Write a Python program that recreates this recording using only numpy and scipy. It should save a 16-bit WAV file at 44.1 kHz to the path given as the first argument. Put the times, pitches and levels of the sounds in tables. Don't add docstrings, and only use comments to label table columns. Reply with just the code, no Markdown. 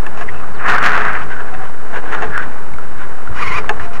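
import sys
import numpy as np
from scipy import signal
from scipy.fft import rfft, irfft
from scipy.io import wavfile
from scipy.ndimage import uniform_filter1d

SR = 44100
rng = np.random.default_rng(int(sys.argv[2]) if len(sys.argv) > 2 else 0)


def int16_out(signal):
    q = np.round(np.clip(np.atleast_2d(signal).T, -1, 1) * 32767)
    wavfile.write(sys.argv[1], SR, q.astype(np.int16))


N = 176400
T = np.arange(N) / SR

# (frequency [Hz], gain [dB])
WATER_COLOUR = [(100, -11), (200, 0), (300, -1.5), (420, 3), (560, -2.5), (700, 0), (1000, 0.5), (1550, 0),
                (1800, -5), (2100, -11), (2900, -18.5), (3500, -27), (5000, -30.5), (11000, -47)]
# (time [s], level [dB])
WATER_LEVEL = [(0, -31.5), (.5, -31.5), (1.3, -30), (1.8, -33), (2.2, -25.5), (2.7, -33), (3.2, -32.5),
               (3.6, -29), (4, -31.5)]
# (frequency [Hz], gain [dB])
WIND_COLOUR = [(10, -1), (30, -3), (70, -2.5), (130, -5.5), (220, -13), (500, -35.5), (2000, -112)]
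# (time [s], width [s], level [dB])
BUFFETS = [(.51, 0.016, -37), (1.25, 0.039, -40), (2.3, 0.057, -32), (2.74, .025, -35), (3.32, 0.03, -29.5),
           (3.54, 0.096, -32), (3.821, 0.041, -37)]
# (frequency [Hz], gain [dB], t60 [s])
HULL_MODES = [(196, -11, 0.067), (426, 4, 0.074), (434, 1.5, 0.15), (685, 3, 0.06), (850, 1, 0.067),
              (1061, -1.5, 0.09), (1280, -0.5, 0.035), (1550, -1, 0.047), (1710, 8.5, .025),
              (2230, -1.5, 0.017), (2670, 4.5, 0.026), (3680, -5, .01), (4200, -11, .01), (5600, -12, .01),
              (6600, -3, 0.014)]
# (time [s], level over first 20 ms [dB], excitation centre [Hz])
KNOCKS = [(.065, -27, 1620), (.174, -29.5, 1480), (0.211, -26, 696), (0.222, -27, 380), (0.977, -19, 700),
          (1.405, -31, 596), (1.54, -32.5, 1300), (1.934, -30, 750), (1.948, -30, 650), (2.124, -31, 1200),
          (2.148, -25.5, 1200), (2.222, -20, 840), (2.231, -21, 740), (2.245, -25, 320), (3.582, -28, 450),
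          (3.693, -13.5, 1500), (3.701, -19, 420), (3.709, -22, 500)]
# (time [s], level [dB], ring [Hz], crack re ring [dB])
TICKS = [(.066, -26.5, 2370, -2), (.783, -4, 1515, -21), (.828, -8, 1530, -17), (1.133, -13, 1470, -15),
         (1.195, -17, 1490, -15), (2.378, -3.5, 1400, -16.5), (2.737, -25.5, 2200, -7),
         (2.785, -15.5, 1360, -26), (3.275, -16, 1400, -24), (3.645, -15.5, 1140, -27),
         (3.798, -14.5, 1750, -29)]
# (peak time [s], rise [s], fall [s], level [dB], squeak [Hz], scrape share [0-1])
RUBS = [(.068, .003, .007, -27.5, 2280, 0.8), (.29, 0.0097, 0.0095, -25, 1940, 0),
        (.38, 0.065, .05, -43.5, 2640, 0.2), (.44, .014, 0.0081, -27, 1180, .1),
        (.6, .006, 0.0053, -32, 2480, 0.4), (1.316, 0.016, 0.032, -24.5, 1490, 0.5),
        (1.408, 0.04, 0.016, -27, 1460, 0.14), (1.485, 0.014, .015, -32, 1550, 0.4),
        (1.545, 0.0079, .01, -28, 1390, .7), (1.66, 0.06, 0.021, -30, 1200, 1),
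        (1.975, 0.043, 0.019, -22.5, 1500, 0.6), (2.07, 0.028, 0.05, -29, 1480, 0.32),
        (2.139, 0.022, 0.024, -18, 1380, 0.94), (2.19, 0.03, 0.028, -27.5, 1450, 0),
        (2.235, 0.016, 0.033, -24, 1620, 0.56), (2.345, 0.023, 0.045, -21.5, 1630, 0),
        (2.384, 0.022, 0.031, -19, 1460, 0), (2.43, 0.013, 0.023, -25.5, 1540, 0.48),
        (3.028, 0.052, 0.023, -29, 1440, .7)]
# (frequency [Hz], gain [dB])
SCRAPE_COLOUR = [(100, -10), (300, -21), (420, -0.5), (560, -3.5), (750, -6.5), (1000, 2), (1500, 2),
                 (1850, -2.5), (2200, -10), (2900, -14), (3600, -21.5), (4800, -34.5), (6500, -29.5),
                 (8000, -39), (11000, -40.5)]
# (start [s], length [s], level [dB])
WINCH_TWITCHES = [(0.176, 0.063, -32), (3.799, 0.065, -33), (3.93, .05, -31)]
# (time [s], whine fundamental [Hz], level [dB])
WINCH_PULL = [(3.345, 618.5, -30), (3.365, 694, -24.5), (3.385, 795, -22.5), (3.405, 1088, -24.5),
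              (3.427, 1214, -20.5), (3.448, 1072, -25.5), (3.48, 1091, -21), (3.503, 1021, -26.5),
              (3.52, 1019, -21), (3.54, 1069, -21.5), (3.565, 1234, -23), (3.586, 1202, -20.5),
              (3.598, 1143, -28), (3.625, 1004, -45)]
# (harmonic number, gain [dB])
WHINE_HARMONICS = [(1, 0.5), (2, -3), (3, -22), (4, -21.5)]
# (frequency [Hz], width [Hz], gain [dB])
GEARBOX_MODES = [(463, 60, -3), (1020, 49, 8), (1170, 72, 5), (1384, 140, 4.5), (1970, 95, 3.5),
                 (2190, 46, 0), (2430, 106, -1), (2890, 175, -5.5), (3970, 280, -16.5), (4700, 110, -15.5),
                 (5460, 93, -13.5), (6150, 310, -21.5), (7000, 400, -23), (8560, 590, -28),
                 (10600, 970, -32.5)]
# (start [s], length [s], from [Hz], to [Hz], level [dB])
CHIRPS = [(0.537, 0.058, 5100, 2500, -51)]
# (time [s], level [dB])
DRAG_LEVEL = [(.55, -45), (.6, -27), (.645, -17.5), (.69, -12), (.75, -12.5), (.795, -17), (.84, -11),
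              (.872, -10.5), (.89, -14.5), (.93, -14.5), (.975, -13), (1.04, -18), (1.1, -14.5),
              (1.12, -23), (1.155, -16), (1.185, -26), (1.22, -21.5), (1.265, -40)]
# (frequency [Hz], gain [dB])
DRAG_COLOUR = [(100, -19), (190, -12), (300, -17.5), (600, -12), (950, -6.5), (1250, 0.5), (1550, 0.5),
               (1800, -1.5), (2100, -10), (2700, -18.5), (3300, -31), (5500, -46), (11000, -53)]
# (frequency [Hz], width [Hz], gain [dB])
DECK_MODES = [(430, 40, 0), (720, 37, 0)]
# (time [s], level [dB])
CRACKLE_LEVEL = [(.65, -60), (.685, -22.5), (.72, -25), (.765, -35), (.81, -46), (.835, -24), (.86, -20),
                 (.9, -34.5), (.98, -32), (1.04, -38), (1.1, -45), (1.16, -41), (1.24, -41)]
# (frequency [Hz], gain [dB])
CRACKLE_COLOUR = [(800, -21), (1800, -2), (2500, 10), (3400, -1), (5000, -10.5), (6800, -13.5), (8000, -23),
                  (11000, -30)]
# (start [s], length [s], pitch [Hz], level [dB])
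HUMS = [(1.518, 0.053, 752, -32), (1.596, 0.048, 754, -31), (3.805, 0.16, 688, -36)]


def undb(db):
    return 10 ** (np.asarray(db) / 20)


def unit(x):
    return x / np.sqrt(np.mean(x ** 2) + 1e-18)


def curve(points):
    time_s, db = np.array(points).T
    return undb(np.interp(T, time_s, db, left=-120, right=-120))


def walk(rate_hz):
    hold = int(SR / rate_hz)
    steps = np.repeat(rng.standard_normal(N // hold + 1), hold)
    return 1.64 * uniform_filter1d(uniform_filter1d(steps, hold), hold)[:N]


def colour(x, points):
    hz, db = np.array(points).T
    bins_hz = np.maximum(np.fft.rfftfreq(N, 1 / SR), 1)
    gain = undb(np.interp(np.log(bins_hz), np.log(hz), db))
    cepstrum = irfft(np.log(gain), N)
    cepstrum[1:N // 2] *= 2
    cepstrum[N // 2 + 1:] = 0
    return unit(irfft(rfft(x) * np.exp(rfft(cepstrum)), N))


def resonate(x, hz, width_hz):
    return signal.lfilter(*signal.iirpeak(hz, hz / width_hz, fs=SR), x)


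def grains(per_s, scatter_db):
    hit = rng.random(N) < per_s / SR
    size = np.minimum(rng.exponential(size=N), 5)
    return unit(hit * rng.choice([-1, 1], N) * undb(scatter_db * size))


def ring(t, hz, t60_s):
    return np.sin(2 * np.pi * hz * t) * np.exp(-np.log(1000) * t / t60_s)


def arched_tone(hz):
    u = np.linspace(0, 1, len(hz))
    return np.sqrt(8 * u * (1 - u)) * np.sin(2 * np.pi * np.cumsum(hz) / SR)


def add(out, start_s, x):
    i = max(int(start_s * SR), 0)
    out[i:i + len(x)] += x[:N - i]


def water(swell_db=0.33):
    patter = colour(grains(per_s=3000, scatter_db=2.5), WATER_COLOUR)
    return patter * curve(WATER_LEVEL) * undb(swell_db * walk(16))


def wind(base_db=-38, gust_db=2):
    breeze = undb(base_db + gust_db * walk(9.1))
    buffets = sum(undb(db) * np.exp(-((T - at_s) / width_s) ** 2) for at_s, width_s, db in BUFFETS)
    return colour(rng.standard_normal(N), WIND_COLOUR) * (breeze + buffets)


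def knocks(contact_s=0.0039, rattle=0.57, slope_db_per_oct=5.5):
    out, t = np.zeros(N), T[:SR // 5]
    for at_s, db, centre_hz in KNOCKS:
        chatter = rng.standard_normal(len(t)) * np.exp(-t / contact_s)
        force = rattle * chatter / np.sqrt(contact_s * SR / 2)
        force[0] += 1
        detune = 1 + 0.01 * rng.standard_normal(len(HULL_MODES))
        hull = np.zeros(len(t))
        for k, (hz, mode_db, t60_s) in enumerate(HULL_MODES):
            gain = undb(mode_db - slope_db_per_oct * abs(np.log2(hz / centre_hz)))
            hull += (-1) ** k * gain * ring(t, hz * detune[k], t60_s)
        blow = signal.fftconvolve(force, hull)[:len(t)]
        add(out, at_s, undb(db) * blow / np.std(blow[:SR // 50]))
    return out


def ticks(t60_s=0.021, crack_s=0.00048):
    out, t = np.zeros(N), T[:SR // 10]
    for at_s, db, hz, crack_db in TICKS:
        crack = undb(crack_db) * rng.standard_normal(len(t)) * np.exp(-t / crack_s)
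        add(out, at_s, undb(db) * (ring(t, hz, t60_s) + crack))
    return out


def rubs(width_hz=315):
    out = np.zeros(N)
    slips = grains(per_s=2200, scatter_db=1.5)
    scrape = colour(slips, SCRAPE_COLOUR)
    for peak_s, rise_s, fall_s, db, hz, share in RUBS:
        swell = np.exp(-((T - peak_s) / np.where(T < peak_s, rise_s, fall_s)) ** 2)
        squeak = unit(resonate(resonate(slips, hz, width_hz), hz, width_hz))
        out += undb(db) * swell * unit((1 - share) * squeak + share * scrape)
    return out


def gear_whine(hz, wobble=0.02814, rough_db=3, low_cut_hz=930):
    phase = 2 * np.pi * np.cumsum(hz * (1 + wobble * walk(500))) / SR
    out = np.zeros(N)
    for k, db in WHINE_HARMONICS:
        gain = undb(db + rough_db * walk(250)) / (1 + (low_cut_hz / (k * hz)) ** 8)
        out += gain * np.sin(k * phase)
    return out


def gear_clatter(tooth_hz=403, jitter=0.12, scatter_db=0.5, noise_db=-6):
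    timing, strength = rng.standard_normal((N // 50, 2)).T
    hits = (np.cumsum(np.abs(1 + jitter * timing)) * SR / tooth_hz).astype(int)
    teeth = np.bincount(hits[hits < N], undb(scatter_db * strength[hits < N]), N)
    drive = unit(teeth) + undb(noise_db) * rng.standard_normal(N)
    return unit(sum((-1) ** k * undb(db) * resonate(drive, hz, width_hz)
                    for k, (hz, width_hz, db) in enumerate(GEARBOX_MODES)))


def winch(ramp_s=0.0086, top_speed_clatter_db=0.5):
    time_s, whine_hz, pull_db = np.array(WINCH_PULL).T
    hz = np.interp(T, time_s, whine_hz)
    whine, clatter = gear_whine(hz), gear_clatter()
    gears = whine + undb(top_speed_clatter_db) * clatter * hz / hz.max()
    out = curve(np.c_[time_s, pull_db]) * gears
    for start_s, length_s, db in WINCH_TWITCHES:
        inside_s = np.minimum(T - start_s, start_s + length_s - T)
        out += undb(db) * np.clip(inside_s / ramp_s + 0.5, 0, 1) * clatter
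    return out


def chirps(wobble=0.02):
    out = np.zeros(N)
    for start_s, length_s, from_hz, to_hz, db in CHIRPS:
        n = int(length_s * SR)
        hz = np.linspace(from_hz, to_hz, n) * (1 + wobble * walk(600)[:n])
        add(out, start_s, undb(db) * arched_tone(hz))
    return out


def drag(judder_db=0.64):
    slips = grains(per_s=5000, scatter_db=2) * undb(judder_db * walk(130))
    deck = sum(undb(db) * resonate(slips, hz, width_hz) for hz, width_hz, db in DECK_MODES)
    crackle = colour(grains(per_s=2400, scatter_db=2.5), CRACKLE_COLOUR)
    return colour(slips + deck, DRAG_COLOUR) * curve(DRAG_LEVEL) + crackle * curve(CRACKLE_LEVEL)


def hums(wobble=0.008):
    out = np.zeros(N)
    for start_s, length_s, hz, db in HUMS:
        waver = 1 + wobble * walk(92)[:int(length_s * SR)]
        add(out, start_s, undb(db) * arched_tone(hz * waver))
    return out


def scene():
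    return (water() + wind() + knocks() + ticks() + rubs() + winch() + chirps() + drag() + hums())[None]


def lowpass(x, hz):
    return signal.sosfilt(signal.ellip(8, 0.2, 70, hz, fs=SR, output="sos"), x)


def record(dry):
    hiss_db, offset = -49, -0.634
    hissy = dry + undb(hiss_db) * rng.standard_normal(dry.shape)
    clipped = np.clip(lowpass(hissy, hz=11400), -1 - offset, 1 - offset)
    return lowpass(clipped, hz=17000) + offset


dry = scene()
out = record(dry)
int16_out(out)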